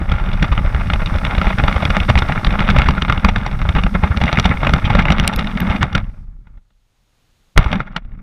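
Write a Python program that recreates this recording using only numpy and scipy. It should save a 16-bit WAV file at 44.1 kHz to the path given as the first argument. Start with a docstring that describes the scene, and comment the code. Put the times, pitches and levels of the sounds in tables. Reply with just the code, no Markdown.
"""Gravelly tarmac: a radio-controlled car carries a cased camera, stops, waits and jerks forward again.
The microphone is in the case, so almost everything arrives through the chassis: damped swings for bumps,
noise bursts ringing mount and case for knocking parts, showers of tiny grains for crunching grit.
A few stones tick on the case, faint hiss and a thin whine fill the wait; the hardest jolts overload."""
import sys
import numpy as np
from scipy import signal
from scipy.fft import rfft, irfft
from scipy.io import wavfile

SR = 44100
rng = np.random.default_rng(int(sys.argv[2]) if len(sys.argv) > 2 else 0)


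def file_out(sig):
    """Save sig as 16-bit WAV at sys.argv[1]."""
    # one column per channel
    cols = np.atleast_2d(sig).T
    # limit, then scale
    lim = np.clip(cols, -1, 1)
    pcm = np.round(lim * 32767).astype(np.int16)
    wavfile.write(sys.argv[1], SR, pcm)


N = 362502
TIME = np.arange(N) / SR  # s

# The distinct jolts, hard and soft, each a wheel hitting a bump and a loose part knocking.
# Each row: time in seconds, knock in dB, relative brightness in dB, pitch of the part in Hz,
# time scale of the chatter in seconds, suspension thud in dB before the common bump gain.
DISTINCT_JOLTS = [(.115, -19, 6.5, 1240, 0.0053, -8), (0.329, -29.5, 13, 910, 0.0052, -16),
                  (0.424, -16, 11, 1600, 0.0045, -27), (0.44, -20, 4, 1200, .006, -24),
                  (0.517, -18, -1, 1070, 0.011, -5), (.577, -20.5, -10, 2630, 0.0015, -14),
                  (0.65, -27, -21, 600, 0.0022, -12), (.746, -22.5, -5, 600, 0.0014, -8.5),
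                  (.9, -17.5, -8.5, 3570, 0.0023, -17), (0.933, -17, 8, 580, 0.0032, -8.5),
                  (1.018, -23.5, -10, 596, 0.0035, -16.5), (1.059, -24.5, 17, 3570, 0.0016, -20),
                  (1.15, -23, -32, 580, 0.0034, -9), (1.2492, -18, 5.5, 1160, 0.0024, -10),
                  (1.379, -20, 5, 576, 0.0046, -7), (1.415, -16, -3.5, 1310, 0.00087, -18),
                  (1.468, -17, -15, 2450, 0.0027, -7.5), (1.583, -18.5, 4, 1400, 0.0033, -17),
                  (1.597, -18, -10, 1790, 0.0021, -14), (1.637, -15.5, -7, 600, 0.0019, -6),
                  (1.68, -14, 3, 1180, .002, -50), (1.725, -22, 10, 1300, 0.0029, -20),
                  (1.758, -18.5, 0, 560, 0.0066, -10), (1.821, -17.5, -5, 595, 0.008, -15),
                  (1.851, -16.5, 13, 805, 0.0029, -13.5), (1.9, -17, 6, 570, 0.0048, -12),
                  (1.967, -12.5, -5.5, 580, 0.0011, -27), (2, -20, 13, 2780, .0034, -12.5),
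                  (2.084, -13.5, 2.5, 580, 0.013, -15.5), (2.098, -11.5, 2.5, 870, 0.003, -7),
                  (2.154, -16, -8, 3780, .002, -4.5), (2.173, -15.5, 6, 612, 0.0065, -14),
                  (2.184, -18.5, 22, 1076, 0.0065, -28), (2.221, -16, -6, 4100, 0.0015, -11),
                  (2.289, -16.5, -24, 720, .007, -18), (2.3196, -19, 3, 1800, 0.004, -20),
                  (2.357, -20.5, -16, 1290, 0.0023, -35), (2.375, -21.5, -9, 1880, 0.0041, -33),
                  (2.446, -19, 6, 3740, 0.0025, -30), (2.468, -19.5, 1, 4060, 0.0025, -9),
                  (2.521, -26, 6, 604, 0.0061, -14), (2.591, -19, 1, 3300, .003, -22),
                  (2.603, -17.5, 8, 1920, 0.0026, -16.5), (2.688, -14, -5.5, 1520, 0.0014, -9.5),
                  (2.699, -18, 20.5, 640, 0.0042, -19.5), (2.7612, -13, -9, 580, 0.0037, -27),
                  (2.784, -14.5, 11.5, 840, 0.0034, -2), (2.818, -15.5, -7, 3180, 0.0016, -34),
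                  (2.855, -19, 2, 1673, 0.012, -13), (2.8855, -11, 8, 1050, 0.0027, -7),
                  (2.907, -25, 19, 1932, 0.0023, -18), (2.976, -17.5, -8, 1320, 0.0054, -13),
                  (3.02, -17, 6, 2970, 0.0021, -13), (3.049, -21.5, 2, 1150, 0.0012, -30),
                  (3.078, -21.5, -6, 3780, 0.009, -36), (3.096, -11, -4.5, 1420, 0.0044, -9),
                  (3.1241, -15.5, 3, 1200, 0.00097, -18), (3.174, -23, -7, 3380, 0.0039, -12),
                  (3.2454, -8, 1.5, 1160, 0.0029, -5), (3.2825, -13.5, 5.5, 820, 0.0078, -12.5),
                  (3.359, -15.5, 3.5, 1400, 0.003, -24), (3.462, -19.5, 9, 960, 0.0031, -38),
                  (3.616, -24.5, 11.5, 1160, 0.0012, -33), (3.651, -24, -32, 600, 0.0027, -12.5),
                  (3.688, -18.5, -5, 3260, 0.0035, -7), (3.75, -22.5, 5, 1520, 0.0026, -35),
                  (3.757, -16, -8, 770, 0.0095, -9), (3.781, -19, -8, 2850, 0.0097, -15),
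                  (3.835, -20.5, 13.5, 840, 0.0022, -13), (3.862, -20, -14, 3780, 0.0047, -10),
                  (3.947, -15, -30, 4000, 0.0083, -10.5), (4.033, -14, -10, 900, 0.0077, -7),
                  (4.105, -22, -17, 1600, 0.017, -8), (4.171, -21.5, 11, 600, 0.0026, -10),
                  (4.212, -16, 4, 800, 0.0051, -11.5), (4.237, -16.5, 1, 780, 0.0018, -8),
                  (4.256, -32, 29, 850, 0.0028, -28), (4.277, -19, 2, 1850, 0.0041, -25),
                  (4.327, -16.5, 12, 596, 0.0025, -14), (4.372, -14, 1, 1860, 0.0021, -15),
                  (4.386, -14.5, 6.5, 1290, 0.0018, -14.5), (4.3973, -17.5, 20, 2200, 0.0013, -20),
                  (4.442, -22.5, 14.5, 2990, .004, -31), (4.451, -11, 6.5, 804, 0.0069, -7),
                  (4.503, -14.5, -23.5, 2210, 0.015, -12), (4.628, -16, -24.5, 3825, 0.006, -17),
                  (4.645, -20.5, 5, 1270, 0.0048, -38), (4.667, -13, -21, 3020, 0.0042, -20.5),
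                  (4.692, -19.5, 9, 665, 0.0027, -9.5), (4.7353, -11, 10.5, 1330, 0.0024, -7),
                  (4.844, -19.5, 8, 3000, 0.015, -12), (4.8984, -13, -1.5, 800, 0.0064, -29),
                  (4.949, -11.5, -1, 594, 0.0035, -6), (4.986, -11.5, -1, 1860, 0.011, -34),
                  (5.053, -15, -7, 2470, 0.0024, -29), (5.082, -15, -12, 2300, 0.0027, -43),
                  (5.102, -13.5, 0.5, 885, 0.0027, -16), (5.119, -18, 17.5, 600, 0.0037, -31.5),
                  (5.198, -15.5, 15, 606, 0.00095, -11.5), (5.276, -25.5, 24, 2700, 0.0033, -23.5),
                  (5.334, -26, 17, 680, 0.003, -28.5), (5.368, -43, 3, 2200, .003, -12),
                  (5.387, -18.5, 14, 1355, .007, -18), (5.613, -24.5, 1, 1450, 0.0065, -14.5),
                  (5.697, -22, 3, 646, 0.012, -9.5), (5.808, -20.5, 2, 1660, 0.012, -14.5),
                  (5.829, -12, 2.5, 960, 0.0013, -19), (5.928, -33.5, 23, 1400, 0.0023, -19),
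                  (5.949, -12.5, 9.5, 1390, 0.0041, -20), (5.977, -22, 7, 750, 0.0033, -34),
                  (6.085, -56, -5, 905, .004, -27), (6.21, -71, 6, 1075, 0.0035, -30),
                  (6.469, -52, -4, 1350, .003, -45.5), (6.57, -57, -8, 3970, .007, -47),
                  (6.702, -66, 5, 1575, 0.0044, -60), (7.561, -28, -25, 670, 0.0042, -18.5),
                  (7.5757, -2.5, 0.5, 625, 0.0027, 0.5), (7.59, -30, 11, 1870, 0.0016, -21),
                  (7.66, -21, -37, 1080, 0.0024, -11.5), (7.727, -15.5, 2.5, 620, 0.0035, -19),
                  (7.803, -18, -8, 1470, 0.0015, -42), (7.864, -34.5, -6, 1700, .012, -49),
                  (7.962, -18.5, 11.5, 1530, 0.0039, -61), (8.047, -52, 0, 760, .004, -44),
                  (8.188, -54, 0, 1330, 0.0028, -37)]
# a loose part shivers in its slack this long before it knocks
SHIVER_LEAD_S = .003


def amp(db):
    """Decibels to gain."""
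    return 10 ** (np.asarray(db) / 20)


def unit(x):
    """Scales to rms 1."""
    return x / np.sqrt(np.mean(x ** 2) + 1e-20)


def read_spectrum(points, hz):
    """A spectrum in dB, joined on a log-frequency axis."""
    f, db = np.transpose(points)
    return np.interp(np.log(hz + 1), np.log(f + 1), db)


def follow(rows, column, at=TIME):
    """One dB column of a curve as a gain, at every sample or at given times."""
    rows = np.array(rows)
    return amp(np.interp(at, rows[:, 0], rows[:, column]))


def add(mix, s, sound):
    """Adds a sound to the mix at time s."""
    part = mix[max(0, round(s * SR)):][:len(sound)]
    part += sound[:len(part)]


def noise(points):
    """Noise of rms 1 with the given spectrum."""
    white = rfft(rng.standard_normal(N))
    return unit(irfft(white * amp(read_spectrum(points, np.fft.rfftfreq(N, 1 / SR))), N))


def wander(rate_hz):
    """A smooth random curve of rms 1: low-passed noise."""
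    lowpass = signal.butter(2, rate_hz, fs=SR, output="sos")
    return unit(signal.sosfilt(lowpass, rng.standard_normal(N)))


def resonate(x, hz, width_hz):
    """A two-pole resonance."""
    return signal.lfilter(*signal.iirpeak(hz, hz / width_hz, fs=SR), x)


def resonate_twice(x, hz, width_hz):
    """The same resonance twice in a row, for steeper sides."""
    return resonate(resonate(x, hz, width_hz), hz, width_hz)


def scattered(count):
    """Random times in seconds, one in each equal slice of the ride."""
    return (np.arange(count) + rng.random(count)) / count * N / SR


def case_ring(bright_db, part_hz=1000, part_db=0, part_octaves=.38, corner_hz=2500, size=2048):
    """Ring of mount and case after a contact: harder ones lift the treble, the struck part adds its pitch."""
    # Overall slope of the path from chassis to microphone. Each row: frequency in Hz, level in dB.
    slope = [(60, -22.5), (250, -3.5), (450, -4), (700, -3), (1050, -1.5), (1750, 1.5), (2300, -0.5),
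             (3050, -10), (3800, -9.5), (4300, -21.5), (5800, -24.5), (6200, -34), (9000, -39),
             (15000, -57.5)]
    # Resonances of mount and case. Each row: frequency in Hz, width in Hz, lift in dB.
    modes = [(587, 210, 6.9), (839, 140, 7), (1226, 280, 6.2), (1397, 120, 5), (2156, 200, 6.94),
             (2490, 72, 5.1), (2830, 180, 7), (3467, 600, 6.3), (3640, 71, 4), (4230, 91, 5.4),
             (4650, 150, 8), (5250, 130, 3.7), (5790, 410, 7.2), (9900, 360, 6), (11000, 250, 8)]
    hz = abs(np.fft.fftfreq(size, 1 / SR))
    db = read_spectrum(slope, hz)
    db = db + sum(lift / (1 + (2 * (hz - f) / width) ** 2) for f, width, lift in modes)
    db = db + bright_db * (1 - 1 / (1 + (hz / corner_hz) ** 4))
    db = db + part_db * np.exp(-(np.log2((hz + 1) / part_hz) / part_octaves) ** 2)
    # minimum phase: the ring starts at the contact, never before it
    log_response = np.conj(signal.hilbert(np.log(amp(db))))
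    return np.fft.ifft(np.exp(log_response)).real[:size // 2]


def road(column, at=TIME):
    """The level of grit (1), shake (2) or drone (3) over the whole ride."""
    # The drive, braking to a halt. Each row: time in seconds, then grit, chassis shake and tyre drone
    # in dB, before the gains of each layer.
    drive = [(0, -32, -14, -35.5), (.7, -32, -14.5, -34.5), (1.7, -26.5, -18, -29), (2.3, -30, -19, -33),
             (2.8, -25, -10.5, -24.5), (3.0, -33, -20, -33.5), (3.8, -32.5, -15, -33),
             (3.93, -37.5, -20, -27), (4.3, -27.5, -25, -25), (4.6, -30, -16.5, -29),
             (5.0, -26, -12.5, -21), (5.48, -30, -23, -26.5), (5.72, -26, -17.5, -17.5),
             (5.9, -34.5, -22.5, -35), (6.0, -37, -17, -29), (6.08, -52, -26, -47),
             (6.36, -70.5, -33, -59.5), (6.56, -66, -36.5, -59.5), (6.65, -80, -45.5, -78),
             (6.9, -82, -61, -91), (7.55, -81, -62, -72)]
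    # The short lurch forward and the coasting after it. Each row: the same columns.
    lurch = [(7.565, -35, 0.5, -47), (7.63, -29.5, -19, -40), (7.781, -31, -21, -24), (7.85, -45, -36, -46),
             (7.91, -46.5, -27, -40), (7.955, -37.5, -35, -44), (8.0, -54.5, -27.5, -49.5),
             (8.22, -56.5, -29.5, -43.5)]
    return follow(drive + lurch, column, at)


def uneven(depth_db, patches_hz):
    """The road surface changes from patch to patch: a random gain."""
    return amp(depth_db * np.tanh(wander(patches_hz)))


def contact(dip_db=5, press_db=2.0, per_knock=.08, hard_db=-16, before_s=.031, flight_s=.0087, after_s=.025):
    """Gain for the road noises: wheels go light before a jolt and press down after it, more on harder ones."""
    lift, press = np.zeros((2, N))
    for s, db, *_ in DISTINCT_JOLTS:
        near = slice(max(0, round((s - .2) * SR)), round((s + .2) * SR))
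        t = TIME[near] - s
        force = 0.5 + per_knock * (db - hard_db)
        lift_now = force * np.exp(-((t + before_s) / flight_s) ** 2 / 2)
        press_now = force * np.exp(-((t - after_s) / after_s) ** 2)
        lift[near] = np.maximum(lift[near], lift_now)
        press[near] = np.maximum(press[near], press_now)
    return amp(press_db * press - dip_db * lift)


def air(whine_db=-17, whine_hz=6600):
    """Hiss of the moving car, a faint background hiss, and a thin electronic whine; shaped noise and a sine."""
    # Air and spray rushing past, rising with speed. Each row: time in seconds, level in dB.
    rush = [(0, -58), (.7, -53.5), (1.1, -51), (1.8, -49), (2.4, -51), (3.4, -56.5), (3.9, -53.5),
            (4.8, -52.5), (5.05, -62), (5.25, -56.5), (5.75, -53), (5.9, -64), (6.22, -73.5), (6.3, -91),
            (6.6, -100), (7.57, -100), (7.63, -58), (7.75, -61), (7.9, -90), (8.22, -82)]
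    # Colour of that rush. Each row: frequency in Hz, relative dB per Hz.
    spray_spectrum = [(500, -42.5), (3000, 4), (5500, 7), (7200, -5.5), (9000, 1), (10400, -5), (12300, -6),
                      (13200, -14), (14300, -6.5), (16000, -13.5)]
    # Faint background hiss, turned up while the car stands. Each row: time in seconds, level in dB.
    hiss_level = [(0, -84.5), (6.6, -73), (6.9, -67), (7.2, -62.5), (7.55, -62), (7.7, -73.5), (8.22, -93)]
    # Colour of the background hiss. Each row: frequency in Hz, relative dB per Hz.
    hiss_spectrum = [(20, 14.5), (100, 20.5), (200, 10), (400, 5), (700, 3.5), (1400, 1), (1900, 0),
                     (3800, 1), (5000, -3), (9000, -8.5), (15000, -14.5)]
    whine = amp(whine_db) * np.sin(2 * np.pi * whine_hz * TIME)  # level against the hiss
    background = noise(hiss_spectrum) + whine
    return follow(rush, column=1) * noise(spray_spectrum) + follow(hiss_level, column=1) * background


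def grit(ring, grains_per_s, grain_db=3, clump_db=4.0, clump_hz=50):
    """Clumps of small grains under the treads, each ringing the case."""
    sizes = rng.choice([-1, 1], N) * amp(grain_db * np.minimum(rng.exponential(1, N), 4))
    falls = rng.random(N) < grains_per_s / SR
    grains = falls * sizes * amp(clump_db * wander(clump_hz))
    return unit(signal.oaconvolve(grains, ring)[:N])


def shake(sway_hz=65, full_shake_db=-17, buzz_growth=0.39):
    """The chassis sways slowly at any speed; its faster shudder grows with the shaking."""
    # Colour of the shaking. Each row: frequency in Hz, relative dB per Hz.
    shake_spectrum = [(8, -19), (20, -2.5), (32, 5.5), (60, -14), (100, -7), (150, -15.5), (300, -38.5),
                      (600, -77.5)]
    level, motion = road(column=2), noise(shake_spectrum)
    lowpass = signal.butter(3, sway_hz, fs=SR, output="sos")
    sway = signal.sosfiltfilt(lowpass, motion)
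    shudder_gain = np.minimum(level / amp(full_shake_db), 1) ** buzz_growth
    return level * (sway + shudder_gain * (motion - sway))


def tyre_drone(tyre_hz=194, tyre_width_hz=56):
    """The rolling tyres drone: noise through a narrow resonance."""
    return road(column=3) * unit(resonate_twice(rng.standard_normal(N), tyre_hz, tyre_width_hz))


def rolling(crunch_db=-9, shake_db=-3.0):
    """Dull grit at any speed, a brighter crackle when driven hard; the chassis shakes and the tyres drone."""
    load = road(column=1) * uneven(depth_db=2.5, patches_hz=6.3)
    dull_ring = case_ring(bright_db=-16.5, corner_hz=2440)
    dull = grit(dull_ring, grains_per_s=5000, grain_db=2.0)
    crisp_ring = case_ring(bright_db=1.5, part_hz=3400, part_db=3.0)
    crunch = unit(load) * grit(crisp_ring, grains_per_s=600, grain_db=3.5)
    body = amp(shake_db) * shake() + tyre_drone()
    return load * (dull + amp(crunch_db) * crunch) + uneven(depth_db=6.0, patches_hz=36) * body


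def swell(peak_s, count=5000):
    """A soft push that peaks at peak_s and dies away."""
    u = np.arange(count) / SR / peak_s
    return u ** 2 * np.exp(2 - 2 * u)


def swing(hz, peak_s, scatter):
    """A heavily damped swing, its pitch and phase drawn afresh each time."""
    push = swell(peak_s)
    swing_hz = hz * np.exp(scatter * (2 * rng.random() - 1))
    turns = swing_hz * np.arange(len(push)) / SR
    return push * np.sin(2 * np.pi * (turns + rng.random()))


def bump(thud_db, boom_db, thud_s=.0093, boom_s=.01, shudder_db=-12, shudder_hz=230, shudder_width_hz=170):
    """A bump swings the damped suspension and booms in the hollow tyre."""
    push = swell(boom_s)
    shudder = resonate_twice(rng.standard_normal(len(push)), shudder_hz, shudder_width_hz)
    boom = swing(152, boom_s, scatter=.25) + amp(shudder_db) * push * unit(shudder)
    thud = swing(58, thud_s, scatter=.26)
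    return amp(thud_db) * thud + amp(boom_db) * boom


def small_bumps(thud_db=-13, boom_db=-20, full_shake_db=-16, growth=2.1, spread_db=4, count=60):
    """Lesser bumps come at random while the chassis shakes, and fade out as the shaking fades."""
    out = np.zeros(N)
    for s, strength in zip(scattered(count), 2 * rng.random(count) - 1):
        shaken = road(column=2, at=s) / amp(full_shake_db)
        gain = min(shaken, shaken ** growth) * amp(spread_db * strength)
        add(out, s, gain * bump(thud_db, boom_db))
    return out


def knock(bright_db, hz, length, hard_db=1, rise_share=0.56, spiky_db=4.0,
          rattle_db=-10, rattle_s=.0062, rattle_bright_db=-5, span_s=0.0093, count=2400):
    """A duller rattle starts, then a quick swell of contacts rings one part and the case."""
    t = np.arange(count) / SR
    struck = np.maximum(t - SHIVER_LEAD_S, 0)
    push, shiver, size = rng.standard_normal((3, count))
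    rise = 1 - np.exp(-(struck / (rise_share * length)) ** 2)
    force = rise * np.exp(-(struck / length) ** 2 / 2)
    contacts = push * amp(spiky_db * size) * force
    blow = signal.fftconvolve(contacts, case_ring(bright_db + hard_db, hz, part_db=9.0))
    rattle = signal.fftconvolve(shiver * t * np.exp(-t / rattle_s), case_ring(rattle_bright_db))
    # the blow's energy equals that of rms 1 held for span_s
    return np.sqrt(span_s * SR / len(blow)) * (unit(blow) + amp(rattle_db) * unit(rattle))


def rattles(rattle_db=-28.5, full_grit_db=-30, growth=1.6, spread_db=4.0, bright_db=1, bright_spread_db=10,
            low_hz=600, high_hz=3400, chatter_s=.0032, count=190):
    """All through the ride loose parts knock lightly at random; they settle quickly as the grit dies down."""
    out = np.zeros(N)
    for s, (strength, hardness, part) in zip(scattered(count), 2 * rng.random((count, 3)) - 1):
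        hz = low_hz * (high_hz / low_hz) ** ((part + 1) / 2)
        shaken = road(column=1, at=s) / amp(full_grit_db)
        gain = min(np.sqrt(shaken), shaken ** growth) * amp(rattle_db + spread_db * strength)
        add(out, s, gain * knock(bright_db + bright_spread_db * hardness, hz, chatter_s))
    return out


def stones(decay_s=.00065, width_hz=2100, click_db=4, click_hz=2800, click_width_hz=3000, count=900):
    """A stone on the case gives a very short click and a bright ping: one noise burst, two resonances."""
    # Stones flung against the camera case. Each row: time in seconds, level in dB, pitch in Hz.
    hits = [(5.1978, -37, 3850), (5.2769, -16.5, 8300), (5.361, -32.5, 11900), (5.603, -32, 13100)]
    out, t = np.zeros(N), np.arange(count) / SR
    for s, db, hz in hits:
        crack = rng.standard_normal(count) * t / decay_s * np.exp(-t / decay_s)
        click = resonate_twice(crack, click_hz, click_width_hz)
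        ping = resonate(crack, hz, width_hz)
        add(out, s, amp(db) * unit(unit(ping) + amp(click_db) * unit(click)))
    return out


def tick(decay_s=.0003, low_hz=6000, count=400):
    """A thin, instant click on the hardest jolts: a high-passed burst."""
    t = np.arange(count) / SR
    crack = rng.standard_normal(count) * np.exp(-t / decay_s)
    return unit(signal.sosfilt(signal.butter(2, low_hz, "high", fs=SR, output="sos"), crack))


def jolts(bump_db=3.0, boom_over_knock_db=-1.5, boom_thud_share=.12, thud_lead_s=.004, crush_db=-13,
          crush_s=.011, tick_db=-48, hard_db=-10, tick_growth=3.5, tick_bright_share=.5):
    """Each jolt thuds, booms, knocks a loose part, crushes gravel and clicks; softer ones click far less."""
    out, pressure = np.zeros((2, N))
    for s, db, bright_db, hz, length, thud_db in DISTINCT_JOLTS:
        # the tyre booms mostly in step with the knock
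        boom_db = db + boom_over_knock_db + boom_thud_share * (thud_db - db)
        click_db = tick_db + tick_growth * min(db - hard_db, 0) + tick_bright_share * bright_db
        add(out, s - SHIVER_LEAD_S, amp(db) * knock(bright_db, hz, length))
        add(out, s + length, amp(click_db) * tick())
        # the suspension starts to move just before the part knocks
        add(out, s - thud_lead_s, amp(bump_db) * bump(thud_db, boom_db))
        add(pressure, s - thud_lead_s, amp(db + crush_db) * swell(crush_s))
    gravel_ring = case_ring(bright_db=-6.5, part_hz=810, part_db=2)
    return out + pressure * grit(gravel_ring, grains_per_s=990)


def scene():
    """Everything at the one microphone."""
    road_noises = contact() * (rolling() + small_bumps() + rattles())
    return (air() + road_noises + stones() + jolts())[None]


def record(dry, ceiling=1.0, edge_hz=15450):
    """The microphone overloads with a rounded knee; then the band limit."""
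    clipped = dry / (1 + (dry / ceiling) ** 6) ** (1 / 6)
    lowpass = signal.firwin(501, edge_hz, window=("kaiser", 9), fs=SR)
    return signal.oaconvolve(clipped, lowpass[None], "same")


dry = scene()
out = record(dry)
file_out(out)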